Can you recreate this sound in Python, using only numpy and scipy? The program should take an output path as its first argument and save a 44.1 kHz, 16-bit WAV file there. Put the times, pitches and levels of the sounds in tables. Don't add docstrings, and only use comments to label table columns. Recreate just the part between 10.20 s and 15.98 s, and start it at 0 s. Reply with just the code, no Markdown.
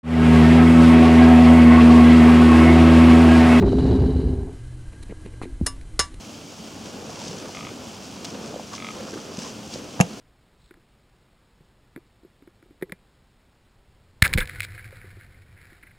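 import sys
import numpy as np
from scipy.fft import rfft, irfft, next_fast_len
from scipy.io import wavfile
from scipy.ndimage import map_coordinates

SR = 44100
rng = np.random.default_rng(int(sys.argv[2]) if len(sys.argv) > 2 else 0)


def transcribe(signal):
    frames = np.atleast_2d(signal).T
    limited = np.clip(frames, -1, 1)
    pcm = np.round(limited * 32767).astype(np.int16)
    wavfile.write(sys.argv[1], SR, pcm)


N = 254898
TIME = np.arange(N) / SR
SHORT = TIME[:SR // 4]
FIRE_S, BANDS_MOVE_S = 4.02, 0.2
CAMERA_RATE_HZ = 12000


def amp(db):
    return 10 ** (np.asarray(db) / 20)


def unit(x):
    return x / np.sqrt(np.mean(x ** 2) + 1e-20)


def wobble(rate):
    return map_coordinates(rng.standard_normal(int(N * rate / SR) + 4), [TIME * rate])


def filtered(x, response):
    size = next_fast_len(len(x) + 8192)
    return irfft(rfft(x, size) * response(np.fft.rfftfreq(size, 1 / SR)), size)[:len(x)]


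def colour(points):
    hz, db = np.transpose(points)
    return lambda f: amp(np.interp(np.log(f + 1), np.log(hz), db))


def resonant(modes):
    return lambda f: sum((-1) ** k * amp(db) * 1j * f * width / (hz * hz - f * f + 1j * f * width)
                         for k, (hz, width, db) in enumerate(modes))


def noise(response):
    return unit(filtered(rng.standard_normal(N), response))


def tone(hz, phase=0):
    return np.sin(2 * np.pi * (hz * SHORT + phase))


def swell(rise_s, order=1):
    progress = SHORT / max(rise_s, 1 / SR)
    return (progress * np.exp(1 - progress)) ** order


def add(track, s, sound):
    part = track[round(s * SR):][:len(sound)]
    part += sound[:len(part)]


# (pitch [Hz], relative level [dB])
HISS_COLOUR = [(12, -47.5), (20, -4), (48, 1), (81, -7), (119, -5), (272, -12), (329, -15), (427, -15.5),
               (1730, -22.5), (2190, -23.5), (5030, -29), (5800, -29.5), (7540, -53), (12800, -120)]


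def water(hiss_db=-60, rest_db=-70, push_db=-57, push_s=0.68):
    rumble = noise(colour([(15, -6.5), (42, -8), (100, -6.5), (200, -24), (600, -46.5)]))
    flow_db = np.interp(TIME, [FIRE_S - push_s, FIRE_S, N / SR], [rest_db, push_db, rest_db])
    return amp(flow_db + 2.5 * wobble(3)) * rumble + amp(hiss_db) * noise(colour(HISS_COLOUR))


def chinks(per_s, centre_hz, octaves, ring_s):
    out = np.zeros(N)
    brief = SHORT[:SR // 20]
    fade = amp(-60 * brief / ring_s)
    for moment, pitch, size in rng.random((int(per_s * N / SR), 3)):
        hz = centre_hz * 2 ** (octaves * (2 * pitch - 1))
        add(out, moment * N / SR, -np.log(size) * fade * np.sin(2 * np.pi * hz * brief))
    return unit(out)


def rubbing():
    grit = chinks(per_s=700, centre_hz=3940, octaves=0.18, ring_s=0.0076)
    grit += 0.81 * noise(resonant([(4000, 900, 0)]))
    scratch = np.interp(TIME, [0.385, 0.4, 0.49, 0.505], [0.1, 0.33, 0.46, 0.098]) * unit(grit)
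    groan = noise(lambda f: resonant([(370, 110, 0)])(f) ** 2)
    creak = np.interp(TIME, [2.64, 2.66, 2.705, 2.72], [0.037, 0.26, 0.84, 0.039]) * groan
    return amp(-60) * scratch + amp(-49) * creak


# (pitch [Hz], relative level [dB])
EDGE_COLOUR = [(200, -12), (700, -11), (1100, -25), (2300, -3.5), (4000, 4), (5800, -5)]
# (pitch [Hz], width [Hz], relative level [dB])
SHAFT_RING = [(1720, 31, -4.5), (1980, 28, -9), (2130, 32, -7), (2365, 24, -4.5), (3510, 70, -17)]


def hit(force, body, centre_hz, edge_db, shaft_db, focus_db=8):
    burst = rng.standard_normal(len(force)) * force
    even_spectrum = np.exp(1j * np.angle(rfft(burst)))
    burst = irfft(even_spectrum, len(force)) * np.sqrt(force)
    edge = unit(filtered(burst, lambda f: colour(EDGE_COLOUR)(f) * (f < CAMERA_RATE_HZ / 2)))
    focus = resonant([(centre_hz, centre_hz / 4, 0)])
    burst = filtered(burst, lambda f: 1 + amp(focus_db) * focus(f))
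    shaft = unit(filtered(burst, resonant(SHAFT_RING)))
    sound = unit(filtered(burst, resonant(body))) + amp(edge_db) * edge + amp(shaft_db) * shaft
    return unit(sound) * np.sqrt(np.mean(force ** 2))


# (pitch [Hz], width [Hz], relative level [dB])
GRIP_RING = [(900, 580, -4), (1500, 390, 0), (1916, 345, 4), (2300, 280, 2.5), (3650, 300, -6)]
WOOD_RING = [(537, 370, -1.5), (757, 180, -0.5), (1090, 250, 1)]
# (pitch [Hz], relative level [dB])
HOLLOW_TONES = [(178, -10), (365, -12), (511, -18)]
# (time [s], relative thud level [dB], relative click level [dB], thud pitch [Hz])
KNOCKS = [(0.508, -37.5, -43.5, 354), (0.539, -50, -48, 280), (0.569, -46, -62, 328),
          (1.405, -38, -63, 154), (1.7609, -27, -34.5, 281), (1.774, -31, -51, 345),
          (2.031, -43.5, -68, 324), (2.047, -37.5, -63, 366), (2.222, -39.5, -56, 282),
          (2.273, -37.5, -52, 345), (2.425, -40, -51.5, 334), (2.458, -43, -68, 366),
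          (2.506, -39, -60, 294), (2.612, -38, -47, 370), (2.6231, -17, -25, 372),
          (2.629, -28.5, -33.5, 505), (2.695, -38, -42.5, 332), (2.721, -26.5, -23, 180),
          (4.155, -21.5, -42, 223), (4.175, -17.5, -13, 209), (4.182, -22, -42, 495),
          (4.725, -37.5, -44, 526), (4.842, -39.5, -61, 376), (4.968, -41.5, -59, 363),
          (5.521, -44.5, -58, 342), (5.633, -49, -58, 298)]


def knocks(wood_lag_s=0.00154, thud_rise_s=0.0011, thud_fade_s=0.048):
    out = np.zeros(N)
    thud_shape = (1 - np.exp(-SHORT / thud_rise_s)) * amp(-60 * SHORT / thud_fade_s)
    for s, thud_db, click_db, thud_hz in KNOCKS:
        tap_s = 0.00075 * 2 ** (-(click_db + 30) / 28)
        click_hz = 1900 * 2 ** ((click_db + 26.5) / 58)
        force = swell(tap_s) + 0.11 * swell(0.0037)
        edge_db = click_db - thud_db - 17
        click = hit(force, GRIP_RING, click_hz, edge_db, shaft_db=-15, focus_db=11.5)
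        add(out, s, amp(click_db - 3) * click)
        wood = hit(swell(0.002), WOOD_RING, centre_hz=447, edge_db=-35, shaft_db=-34, focus_db=19)
        add(out, s + wood_lag_s, amp(click_db - 17) * wood)
        thud = tone(thud_hz) + sum(amp(db) * tone(hz, rng.random()) for hz, db in HOLLOW_TONES)
        add(out, s + wood_lag_s, amp(thud_db - 1) * thud_shape * thud)
    return out


# (pitch [Hz], width [Hz], relative level [dB])
HOUSING_RING = [(1296, 380, -4.5), (1635, 266, 4.5), (2304, 350, 2.5), (3400, 58, -9.5), (4100, 86, -7),
                (4330, 690, -13)]


def trigger(clang_hz=1770):
    out = np.zeros(N)
    latch = hit(swell(0.00083), HOUSING_RING, centre_hz=1870, edge_db=-12, shaft_db=-10)
    crack = hit(swell(0.0017, order=2), HOUSING_RING, centre_hz=2100, edge_db=-2, shaft_db=-18.5)
    clang = swell(0.003, order=4) * tone(clang_hz)
    add(out, 4.0209, amp(-14) * latch)
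    add(out, 4.0228, amp(-4) * crack)
    add(out, 4.0208, amp(-5) * clang)
    return out


def barrel():
    out = np.zeros(N)
    kick = swell(0.0023, order=2)
    bark = hit(kick, WOOD_RING, centre_hz=850, edge_db=-30.5, shaft_db=-29, focus_db=-9.5)
    slide = np.interp(SHORT, [0, 0.012, 0.028, 0.038], [0.33, 1, 0.86, 0.073])
    rasp = hit(slide, WOOD_RING, centre_hz=790, edge_db=-32.5, shaft_db=-26, focus_db=-16)
    add(out, 4.0215, amp(-23) * bark)
    add(out, 4.041, amp(-34) * rasp)
    return out


# (pitch [Hz], relative level [dB])
WAKE_COLOUR = [(15, -0.5), (45, 4.5), (90, 1.5), (160, -5), (260, -16.5), (360, -19), (520, -13.5),
               (640, -32), (1000, -20), (2000, -65)]
# (time [s], level [dB], first pitch [Hz], last pitch [Hz], glide time [s], rise time [s])
SHOVES = [(4.0215, -7, 150, 42, 0.011, 0.0056), (4.144, -22.5, 95, 120, 0.0092, 0.0042),
          (4.151, -12, 218, 34.6, .007, 0.0088), (4.177, -20.5, 24, 32, 0.035, .022)]


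def recoil(churn_db=-32.5, churn_fade_db_per_s=225, eddy_db=-45, eddy_fade_db_per_s=11):
    out = np.zeros(N)
    for s, db, first_hz, last_hz, glide_s, rise_s in SHOVES:
        hz = last_hz + (first_hz - last_hz) * np.exp(-SHORT / glide_s)
        add(out, s, -amp(db) * swell(rise_s, order=2) * np.sin(2 * np.pi * np.cumsum(hz) / SR))
    age = np.maximum(TIME - FIRE_S, 0)
    fade_in = np.minimum(age / 0.014, 1)
    churn = amp(churn_db - churn_fade_db_per_s * np.maximum(age - BANDS_MOVE_S, 0))
    eddies = amp(eddy_db - eddy_fade_db_per_s * age)
    return out + fade_in * np.hypot(churn, eddies) * noise(colour(WAKE_COLOUR))


TUG_TIMES = [4.365, 4.485, 4.528, 4.643, 4.74, 4.86, 4.95, 5.184, 5.315]


def strum(pitch_hz=98, width_hz=42, flutter_db=-47.5, tug_db=-35, fade_db_per_s=11):
    tightness = np.clip((TIME - FIRE_S) / BANDS_MOVE_S, 0, 1)
    out = tightness * amp(flutter_db) * noise(lambda f: resonant([(pitch_hz, width_hz, 0)])(f) ** 2)
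    for s in TUG_TIMES:
        hz = pitch_hz * (1 + 0.048 * rng.standard_normal())
        add(out, s, amp(tug_db) * swell(rise_s=0.028, order=3) * tone(hz, rng.random()))
    return out * amp(-fade_db_per_s * np.maximum(TIME - TUG_TIMES[0], 0))


# (time [s], relative level [dB])
RUSH_LEVELS = [(4.24, -44.5), (4.27, -47.5), (4.746, -54), (5.08, -61), (5.332, -62), (5.492, -57),
               (5.78, -64.5)]
# (pitch [Hz], relative level [dB])
RUSH_COLOUR = [(180, -29), (300, -9.5), (352, -1.5), (419, -23), (511, -1), (571, -40), (714, -5),
               (893, -28), (1120, -12.5), (1470, -0.5), (2210, -1), (2760, -12.5), (3360, -15.5),
               (3950, -10), (5800, -20), (7540, -51), (12800, -120)]


def line_rush(chink_db=-4, surge_db=1.67):
    level_db = np.interp(TIME, *np.transpose(RUSH_LEVELS)) + 1 + surge_db * wobble(22)
    fade_in = np.interp(TIME, [4.03, 4.06], [0, 1])
    rough_noise = rng.standard_normal(N) * amp(2.6 * wobble(400) + 2.3 * wobble(45))
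    friction = unit(filtered(rough_noise, colour(RUSH_COLOUR)))
    rattle = chinks(per_s=240, centre_hz=1897, octaves=0.397, ring_s=0.047)
    return fade_in * amp(level_db) * unit(friction + amp(chink_db) * rattle)


def scrape(length_s, centre_hz, edge_db):
    pressure = np.interp(SHORT / length_s, [0, 0.15, 0.6, 1, 1.3], [0.6, 0.88, 0.88, 0.37, 0.0041])
    roughness = amp(1.4 * wobble(477)[:len(SHORT)])
    return hit(pressure * roughness, HOUSING_RING, centre_hz, edge_db, shaft_db=-8.5)


# (time [s], length [s], level [dB], sharp edge [dB], pitch [Hz])
SCRAPES = [(4.038, 0.017, -18, -11, 2070), (4.051, 0.015, -19, -10.5, 1450), (4.129, 0.023, -37, 11, 2400),
           (4.177, 0.018, -24, -7, 1940), (4.2, 0.0088, -31, 4, 3580), (4.202, 0.033, -28, -19, 1580),
           (4.426, 0.031, -37.5, -2, 2280), (4.577, 0.026, -42, -32, 1710), (5.004, 0.051, -55, -30, 1700),
           (5.363, 0.047, -55, -19, 1920)]


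def scrapes():
    out = np.zeros(N)
    for s, length_s, db, edge_db, hz in SCRAPES:
        add(out, s, amp(db) * scrape(length_s, hz, edge_db))
    return out


def clack(centre_hz, edge_db, shaft_db):
    return hit(swell(rise_s=0.0011, order=2), HOUSING_RING, centre_hz, edge_db, shaft_db)


# (time [s], relative level [dB], relative sharp edge [dB], pitch [Hz])
CLACKS = [(4.0675, -18, -18, 1600), (4.077, -22.5, 3, 2000), (4.094, -32, -14, 1550),
          (4.129, -15, -34, 2020), (4.1367, -6.5, -12, 2430), (4.1752, -15.5, -23, 1850),
          (4.182, -12, -18, 2180), (4.1900, -17, -32, 2030), (4.2554, -30, -13, 2000),
          (4.274, -29, -8, 2200), (4.2954, -22, -22, 1760), (4.3327, -33.5, -36, 1830),
          (4.3972, -28, -17, 2900), (4.404, -12.5, -17, 2370), (4.4191, -25, -13, 2190),
          (4.4304, -22, -18, 2240), (4.4475, -25, -11, 1900), (4.577, -33, -31, 1700),
          (4.643, -32, -24, 2270), (4.7208, -40, -26, 2020), (4.814, -38, -29, 2310),
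          (5.009, -38.5, -37, 1600)]


def loose_parts():
    out = np.zeros(N)
    for s, db, edge_db, hz in CLACKS:
        add(out, s, amp(db - 5) * clack(hz, edge_db + 9, shaft_db=-19.5))
    return out


def shaft_ping(level_db=-17, pitch_hz=3560, ring_s=0.011):
    out = np.zeros(N)
    add(out, 4.206, amp(level_db - 60 * SHORT / ring_s) * tone(pitch_hz))
    return out


def snags(ticks_per_s=12, scatter_db=4, first_slip_s=5.627, slip_gap_s=0.04):
    out = np.zeros(N)
    start_s = FIRE_S + BANDS_MOVE_S
    span_s = first_slip_s - start_s
    for moment, size in rng.random((int(ticks_per_s * span_s), 2)):
        s = start_s + moment * span_s
        db = np.interp(s, *np.transpose(RUSH_LEVELS)) + 8
        db += scatter_db * (2 * size - 1)
        add(out, s, amp(db) * clack(centre_hz=2000, edge_db=-10, shaft_db=-16))
    for k, db in enumerate([-46, -49, -52]):
        slip = scrape(length_s=0.013, centre_hz=1980, edge_db=-25)
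        add(out, first_slip_s + k * slip_gap_s, amp(db) * slip)
    return out


def scene():
    mono = water() + rubbing() + knocks()
    mono += trigger() + barrel() + recoil() + strum() + line_rush()
    mono += scrapes() + loose_parts() + shaft_ping() + snags()
    return np.array([mono, mono])


def record(dry, ceiling=0.7, cutoff_hz=5650, top_hz=15600):
    clipped = dry[0] / (1 + (dry[0] / ceiling) ** 8) ** (1 / 8)
    dulled = filtered(clipped, lambda f: 1 / np.sqrt(1 + (f / cutoff_hz) ** 60))
    mirrored = dulled * (1 + 2 * np.cos(2 * np.pi * CAMERA_RATE_HZ * TIME))
    out = filtered(mirrored, lambda f: np.sinc(f / CAMERA_RATE_HZ) / np.sqrt(1 + (f / top_hz) ** 120))
    return np.array([out, out])


dry = scene()
out = record(dry)
transcribe(out)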